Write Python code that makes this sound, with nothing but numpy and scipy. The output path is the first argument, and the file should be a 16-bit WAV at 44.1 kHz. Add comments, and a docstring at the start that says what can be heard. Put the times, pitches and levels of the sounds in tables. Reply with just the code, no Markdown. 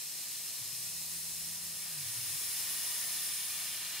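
"""Milling machine with an air jet

A milling machine cuts round a small metal boss (a raised stub) while a nozzle blows air at the cutter.
The jet hisses steadily; as the table moves, the air catches the edge of the boss and brightens, then
roars lower in the milled pocket. It whistles faintly, and hollow rings shift with the work. Two feed
drives hum below, jolting and trading speed at the corners, over the spindle. Metal walls colour the air."""
import sys
import numpy as np
from scipy import signal
from scipy.fft import rfft, irfft, next_fast_len
from scipy.io import wavfile
from scipy.ndimage import map_coordinates

SR = 44100
rng = np.random.default_rng(int(sys.argv[2]) if len(sys.argv) > 2 else 0)


def transcribe(u):
    """Save the signal u as a 16-bit wav file named by the first command-line argument.

    u: samples, shape (n,) or (channels, n), limited to [-1, 1]; the rate is SR.
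    q: integer samples, one column per channel.
    """
    v = np.clip(np.atleast_2d(u).T, -1, 1)
    q = np.round(v * 32767).astype(np.int16)
    wavfile.write(sys.argv[1], SR, q)


N = 176400

# How alike left and right are for air striking the metal. Each row: frequency in Hz, likeness (1 = same).
WORK_LIKENESS = [(300, 1), (1500, 0.98), (2650, 1), (3200, 0.85), (4000, .5), (4600, 0.23), (5900, .05),
                 (8800, .05), (10500, 0.27), (12000, 0.61), (14500, .18)]


def jet():
    """Air rushes out of the nozzle and hisses steadily."""
    # Each row: time in seconds, level in dB.
    levels = [(0, -42.5), (.45, -42), (.9, -41.5), (1.4, -42), (1.75, -44), (2.4, -42), (3.3, -43.5),
              (4, -46)]
    # A bright hiss. Each row: frequency in Hz, relative level in dB.
    colour = [(200, -25), (700, -16.5), (1500, -16.5), (2100, -11.5), (2600, -7), (4500, -2), (7000, -0.8),
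              (9400, 0), (12000, -3), (15500, -6.5)]
    # Each row: centre in Hz, width in Hz, boost in dB.
    resonances = [(2480, 200, 2.5), (3080, 420, -2.2), (4985, 170, 4), (5370, 200, 3.2), (6300, 200, 1),
                  (7300, 300, 3), (8250, 200, 1.5), (8720, 280, 3), (9310, 130, 4), (9630, 140, 4)]
    # Each row: frequency in Hz, likeness of left and right (1 = same).
    likeness = [(300, 1), (1500, 0.95), (2650, 1), (3100, 0.83), (4000, 0.65), (4600, 0.19), (6000, 0.29),
                (8500, 0.1), (10500, 0.054), (14000, -0.21)]
    return rushing_air(levels, colour, resonances, likeness)


def edge_hiss():
    """The air strikes the edge of the boss and hisses more brightly."""
    # Each row: time in seconds, level in dB.
    levels = [(0, -92), (1.1, -49), (1.4, -48.5), (1.65, -47), (1.9, -45), (2.2, -41.5), (2.55, -39),
              (2.9, -38.5), (3.35, -39.5), (3.7, -42), (4, -47)]
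    # Each row: frequency in Hz, relative level in dB.
    colour = [(300, -26.5), (1000, -18), (1500, -16), (2600, -7.5), (3500, -5.5), (5500, -3), (8000, -4.5),
              (10000, 3), (12000, -1), (15500, -2)]
    # Each row: centre in Hz, width in Hz, boost in dB.
    resonances = [(5080, 260, 6), (5360, 220, 8), (6250, 200, 4.5), (6620, 150, 7), (7450, 220, 7),
                  (8570, 180, 4), (9230, 190, 6.5), (9470, 170, 7), (9800, 100, 1.5), (10060, 90, 4.8),
                  (10290, 140, 7.8), (10570, 150, 3.8), (10770, 140, 3), (11500, 400, 2), (14700, 340, 3.4)]
    return rushing_air(levels, colour, resonances, WORK_LIKENESS)


def rim_blow():
    """Air blows across the rim of the pocket with a hollow ring."""
    # Each row: time in seconds, level in dB.
    levels = [(0, -67.5), (1.4, -63.5), (2.2, -60), (2.55, -57), (2.85, -53.5), (3.15, -57.5),
              (3.45, -60.5), (4, -57.5)]
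    # Each row: frequency in Hz, relative level in dB.
    colour = [(150, -17), (320, -6.5), (450, -13.5), (700, -4), (1100, -2.5), (1500, -4.5), (2000, -0.5),
              (3000, -6.5), (6000, -12), (15000, -58)]
    # Each row: centre in Hz, width in Hz, boost in dB.
    resonances = [(675, 41, 7.5), (1004, 115, 5.5), (1207, 150, 4), (1400, 74, 7.5)]
    return rushing_air(levels, colour, resonances, WORK_LIKENESS)


def pocket_roar():
    """Air swirls inside the pocket and roars lower than the jet."""
    # Each row: time in seconds, level in dB.
    levels = [(0, -56), (.6, -56), (1.2, -65), (1.7, -55.5), (2.1, -50.5), (2.75, -49), (3.3, -46.5),
              (4, -44.5)]
    # Each row: frequency in Hz, relative level in dB.
    colour = [(200, -15), (450, -28), (700, -12), (1000, -13), (1500, -6.5), (2000, -4.5), (3400, 1),
              (5500, -4), (8000, -6.5), (15500, -10.5)]
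    # Each row: centre in Hz, width in Hz, boost in dB.
    resonances = [(690, 90, 5.5), (1040, 120, 3.5), (1215, 110, 5), (1765, 120, 4), (2255, 110, 6),
                  (2412, 60, 6), (2808, 100, 3), (3125, 80, 4), (3385, 80, 4.5), (3880, 200, -3),
                  (4075, 100, 3), (4485, 80, 3), (4890, 130, 6.5)]
    return rushing_air(levels, colour, resonances, WORK_LIKENESS)


def rushing_air(levels, colour, resonances, likeness):
    """Churning air in stereo: its resonances stand in the middle of a wide hiss."""
    # Peaks and dips from the machine's walls. Each row: centre in Hz, width in Hz, boost in dB.
    enclosure = [(1345, 95, -6.5), (1850, 170, 3), (4400, 130, -2.6), (5950, 180, -1.8), (6900, 120, -3.2),
                 (7100, 120, -1.5), (7690, 200, -1.6), (8975, 110, -3.2), (11120, 160, -2.2)]
    # Each row: frequency in Hz, how much louder left is than right in dB.
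    lean = [(300, 0), (900, 0), (3000, 0), (4300, -.5), (6100, 2), (6750, -3), (7700, 1.5), (8550, 1),
            (9500, 4), (10150, -2), (11500, 1.5), (13300, -0.5), (15300, 4)]

    def mid_side_gains(hz):
        # The less alike left and right are, the stronger the side sound.
        side_gain = np.tan(np.arccos(np.clip(along(likeness, hz), -.9, .999)) / 2)
        boost_db = bells(resonances, hz) + bells(enclosure, hz)
        side_boost_db = .21 * boost_db
        return amp(along(colour, hz)) * np.array([amp(boost_db), side_gain * amp(side_boost_db)])

    mid, side = filtered(wall_echoes(eddies()), mid_side_gains)
    stereo = np.array([mid + side, mid - side])
    stereo = filtered(stereo, lambda hz: amp(np.outer([.5, -.5], along(lean, hz))))
    level_db, = curves(levels)
    flutter_db = .35 * wobble(per_second=25)
    return stereo / mid.std() * amp(level_db + flutter_db)


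def eddies(depth_db=1, patch_hz=159.9, patch_s=.12):
    """Two noises, mid and side, whose colour shifts in patches as the jet wanders."""
    block = 1024
    spectra = signal.stft(rng.standard_normal((2, N)), nperseg=block)[2]
    band, step = np.indices(spectra.shape[1:])
    position = [band * SR / block / patch_hz, step * (block // 2) / SR / patch_s]
    patches = map_coordinates(rng.standard_normal((400, 150)), position, mode="wrap")
    return signal.istft(spectra * amp(depth_db * patches), nperseg=block)[1][:, :N]


def wall_echoes(noises, near_share=.42, near_delay_s=.0014, echo_gain=.22, echo_fade_s=.017):
    """Near walls throw the hiss to the sides; many short echoes follow from all the walls."""
    mid, side = noises
    t = np.arange(SR // 10) / SR
    near = rng.standard_normal(len(t)) * t * np.exp(-t / near_delay_s)
    thrown = signal.fftconvolve(mid, near / np.linalg.norm(near))[:N]
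    early = np.array([mid, np.sqrt(1 - near_share) * side + np.sqrt(near_share) * thrown])
    echoes = rng.standard_normal((2, len(t))) * np.exp(-t / echo_fade_s)
    echoes /= np.linalg.norm(echoes[0])
    return early + echo_gain * signal.fftconvolve(early, echoes, axes=1)[:, :N]


def whistles():
    """The jet whistles breathily; the rim and pocket ring as they move under it."""
    # Each row in all four: time in seconds, pitch in Hz, level in dB.
    jet_whistle = [(0, 4140, -56.5), (1.35, 4135, -59), (1.65, 4125, -63), (2.3, 4120, -57), (4, 4108, -57)]
    rim_ring = [(0, 1853, -76), (2.3, 1910, -68.5), (2.65, 1883, -60.5), (3.15, 1810, -59),
                (3.5, 1791, -67), (4, 1753, -62)]
    pocket_low = [(0, 2804, -71), (2.3, 2823, -66), (2.8, 2893, -57), (3.1, 2830, -65), (3.65, 2820, -58),
                  (4, 2820, -57)]
    pocket_high = [(0, 3560, -79), (2.7, 3560, -59), (3.2, 3550, -56.5), (3.65, 3537, -57), (4, 3530, -59)]
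    return (whistle(jet_whistle, width_hz=170) + whistle(rim_ring, width_hz=134)
            + whistle(pocket_low, width_hz=110) + whistle(pocket_high, width_hz=140))


def whistle(rows, width_hz):
    """Air rings in a narrow band of noise whose pitch drifts as the table moves."""
    hz, level_db = curves(rows)
    slow_noise = filtered(rng.standard_normal((2, N)), lambda f: 1 / (1 + (2 * f / width_hz) ** 4))
    phase = 2 * np.pi * np.cumsum(hz) / SR
    band = slow_noise[0] * np.cos(phase) + slow_noise[1] * np.sin(phase)
    return unit(band) * amp(level_db)


def feed_drives():
    """Two motors move the table, each humming at a pitch that follows its speed."""
    # Each row in both: time in seconds, pitch in Hz, level in dB.
    first_drive = [(0, 153.1, -72.5), (.54, 146, -79), (.595, 130.2, -63), (.655, 100, -67),
                   (.69, 115.4, -67), (.77, 122, -76), (.81, 123, -62.5), (.87, 104, -66), (.95, 85.8, -68),
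                   (1.76, 84.7, -66.5), (1.85, 80, -79), (1.98, 84.2, -72), (2.07, 100.3, -58),
                   (2.135, 110, -68), (2.19, 118, -54), (2.26, 132, -66), (2.34, 146, -58.5),
                   (2.39, 154, -72), (2.7, 167.8, -71.5), (3.2, 168.4, -72.5), (4, 170, -70)]
    second_drive = [(0, 108.6, -97), (.66, 117, -85), (.75, 142, -64), (.8, 159, -73), (.86, 168, -69),
                    (.91, 169, -64), (1.7, 168.3, -61.5), (1.88, 168, -68), (1.94, 154.3, -59),
                    (2.01, 144, -55), (2.045, 135, -60), (2.13, 120.5, -68), (2.19, 113, -57),
                    (2.25, 108, -62), (2.34, 102.6, -64), (2.39, 99, -69), (2.6, 84.7, -70.5),
                    (4, 84.86, -74)]
    hum = np.zeros(N)
    for hz, level_db in (curves(first_drive), curves(second_drive)):
        hum += tone(hz) * amp(level_db + 1.3 * wobble(per_second=29.67))
    return hum


def jolts(rise_s=.006):
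    """A drive brakes or starts, giving a soft, low push that dies quickly in the frame."""
    # Each row: start in seconds, pitch in Hz, peak level in dB.
    pushes = [(.613, 120, -52), (.726, 140, -52.5), (2.08, 112, -56), (2.186, 116, -51.5),
              (2.313, 135, -54), (2.342, 140, -57)]
    thuds = np.zeros(N)
    for start, hz, db in pushes:
        age = np.maximum(np.arange(N) / SR - start, 0)
        envelope = age / rise_s * np.exp(1 - age / rise_s)
        thuds += amp(db) * np.sin(2 * np.pi * hz * age) * envelope
    return thuds


def frame_rumble(level_db=-67.5):
    """The frame rumbles all the time and shudders as the table turns a corner."""
    # Each row in both: frequency in Hz, relative level in dB.
    steady_colour = [(20, -45), (40, -34), (60, -36), (78, -13), (110, -0.5), (150, 3), (240, -8),
                     (330, -5), (450, -7), (600, -4.5), (1500, -17), (5000, -44)]
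    shudder_colour = [(50, -38), (85, -2), (115, -2), (160, -14), (260, -11), (800, -37), (3000, -70)]
    # Each row: middle of the shudder in seconds, length in seconds, level in dB.
    corners = [(.78, .24, -70), (2.22, .42, -66.5)]
    shudder = bells([(s, length, amp(db)) for s, length, db in corners], np.arange(N) / SR)
    return amp(level_db) * rumble(steady_colour) + shudder * rumble(shudder_colour)


def spindle(waver_db=2.6):
    """The turning spindle and cutter hum faintly at a few steady pitches."""
    # Each row: pitch in Hz, level in dB.
    hums = [(51, -94), (108, -81), (204, -79), (305, -79), (372, -81)]
    return sum(tone(hz) * amp(db + waver_db * wobble(per_second=5.98)) for hz, db in hums)


def tone(hz, drift=.0026):
    """A sine wave of strength 1 whose pitch wanders slightly."""
    cycles = np.cumsum(hz * (1 + drift * wobble(per_second=12))) / SR
    return np.sqrt(2) * np.sin(2 * np.pi * (cycles + rng.random()))


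def rumble(colour):
    """Noise of strength 1 with the given balance of low and high frequencies."""
    return unit(filtered(rng.standard_normal(N), lambda hz: amp(along(colour, hz))))


def amp(db):
    """Turn decibels into a gain."""
    return 10 ** (np.asarray(db) / 20)


def unit(x):
    """Scale a signal to an average strength (rms) of 1."""
    return x / np.sqrt(np.mean(x ** 2) + 1e-20)


def along(points, hz):
    """Read between (frequency, value) points, with octaves evenly spaced."""
    frequencies, values = np.transpose(points)
    return np.interp(np.log(hz + 1), np.log(frequencies + 1), values)


def bells(rows, x):
    """Add up bell-shaped bumps along frequency or time."""
    return sum(height * .5 ** ((2 * (x - centre) / width) ** 2) for centre, width, height in rows)


def curves(rows):
    """Give each column after the time one value per sample."""
    times, *columns = np.transpose(rows)
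    return [np.interp(np.arange(N) / SR, times, column) for column in columns]


def wobble(per_second):
    """A smooth curve through this many random values a second."""
    values = rng.standard_normal(int(N * per_second / SR) + 4)
    return map_coordinates(values, [np.arange(N) * per_second / SR])


def filtered(x, gain_at):
    """Turn each frequency up or down by gain_at(hz)."""
    size = next_fast_len(N + SR // 2)
    hz = np.fft.rfftfreq(size, 1 / SR)
    return irfft(rfft(x, size) * gain_at(hz), size)[..., :N]


def scene():
    """Four layers of air and their whistles over the hum of the machine."""
    air = jet() + edge_hiss() + rim_blow() + pocket_roar()
    machine = feed_drives() + spindle() + frame_rumble() + jolts()
    return air + whistles() + machine * amp([[.8], [-.8]])  # the hum sits a little to the left


def record(dry, bass_cut_hz=49, top_hz=15730):
    """The microphone loses the deepest bass and the very highest treble."""
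    return filtered(dry, lambda hz: hz ** 2 / np.hypot(hz ** 2, bass_cut_hz ** 2) * (hz < top_hz))


dry = scene()
out = record(dry)
transcribe(out)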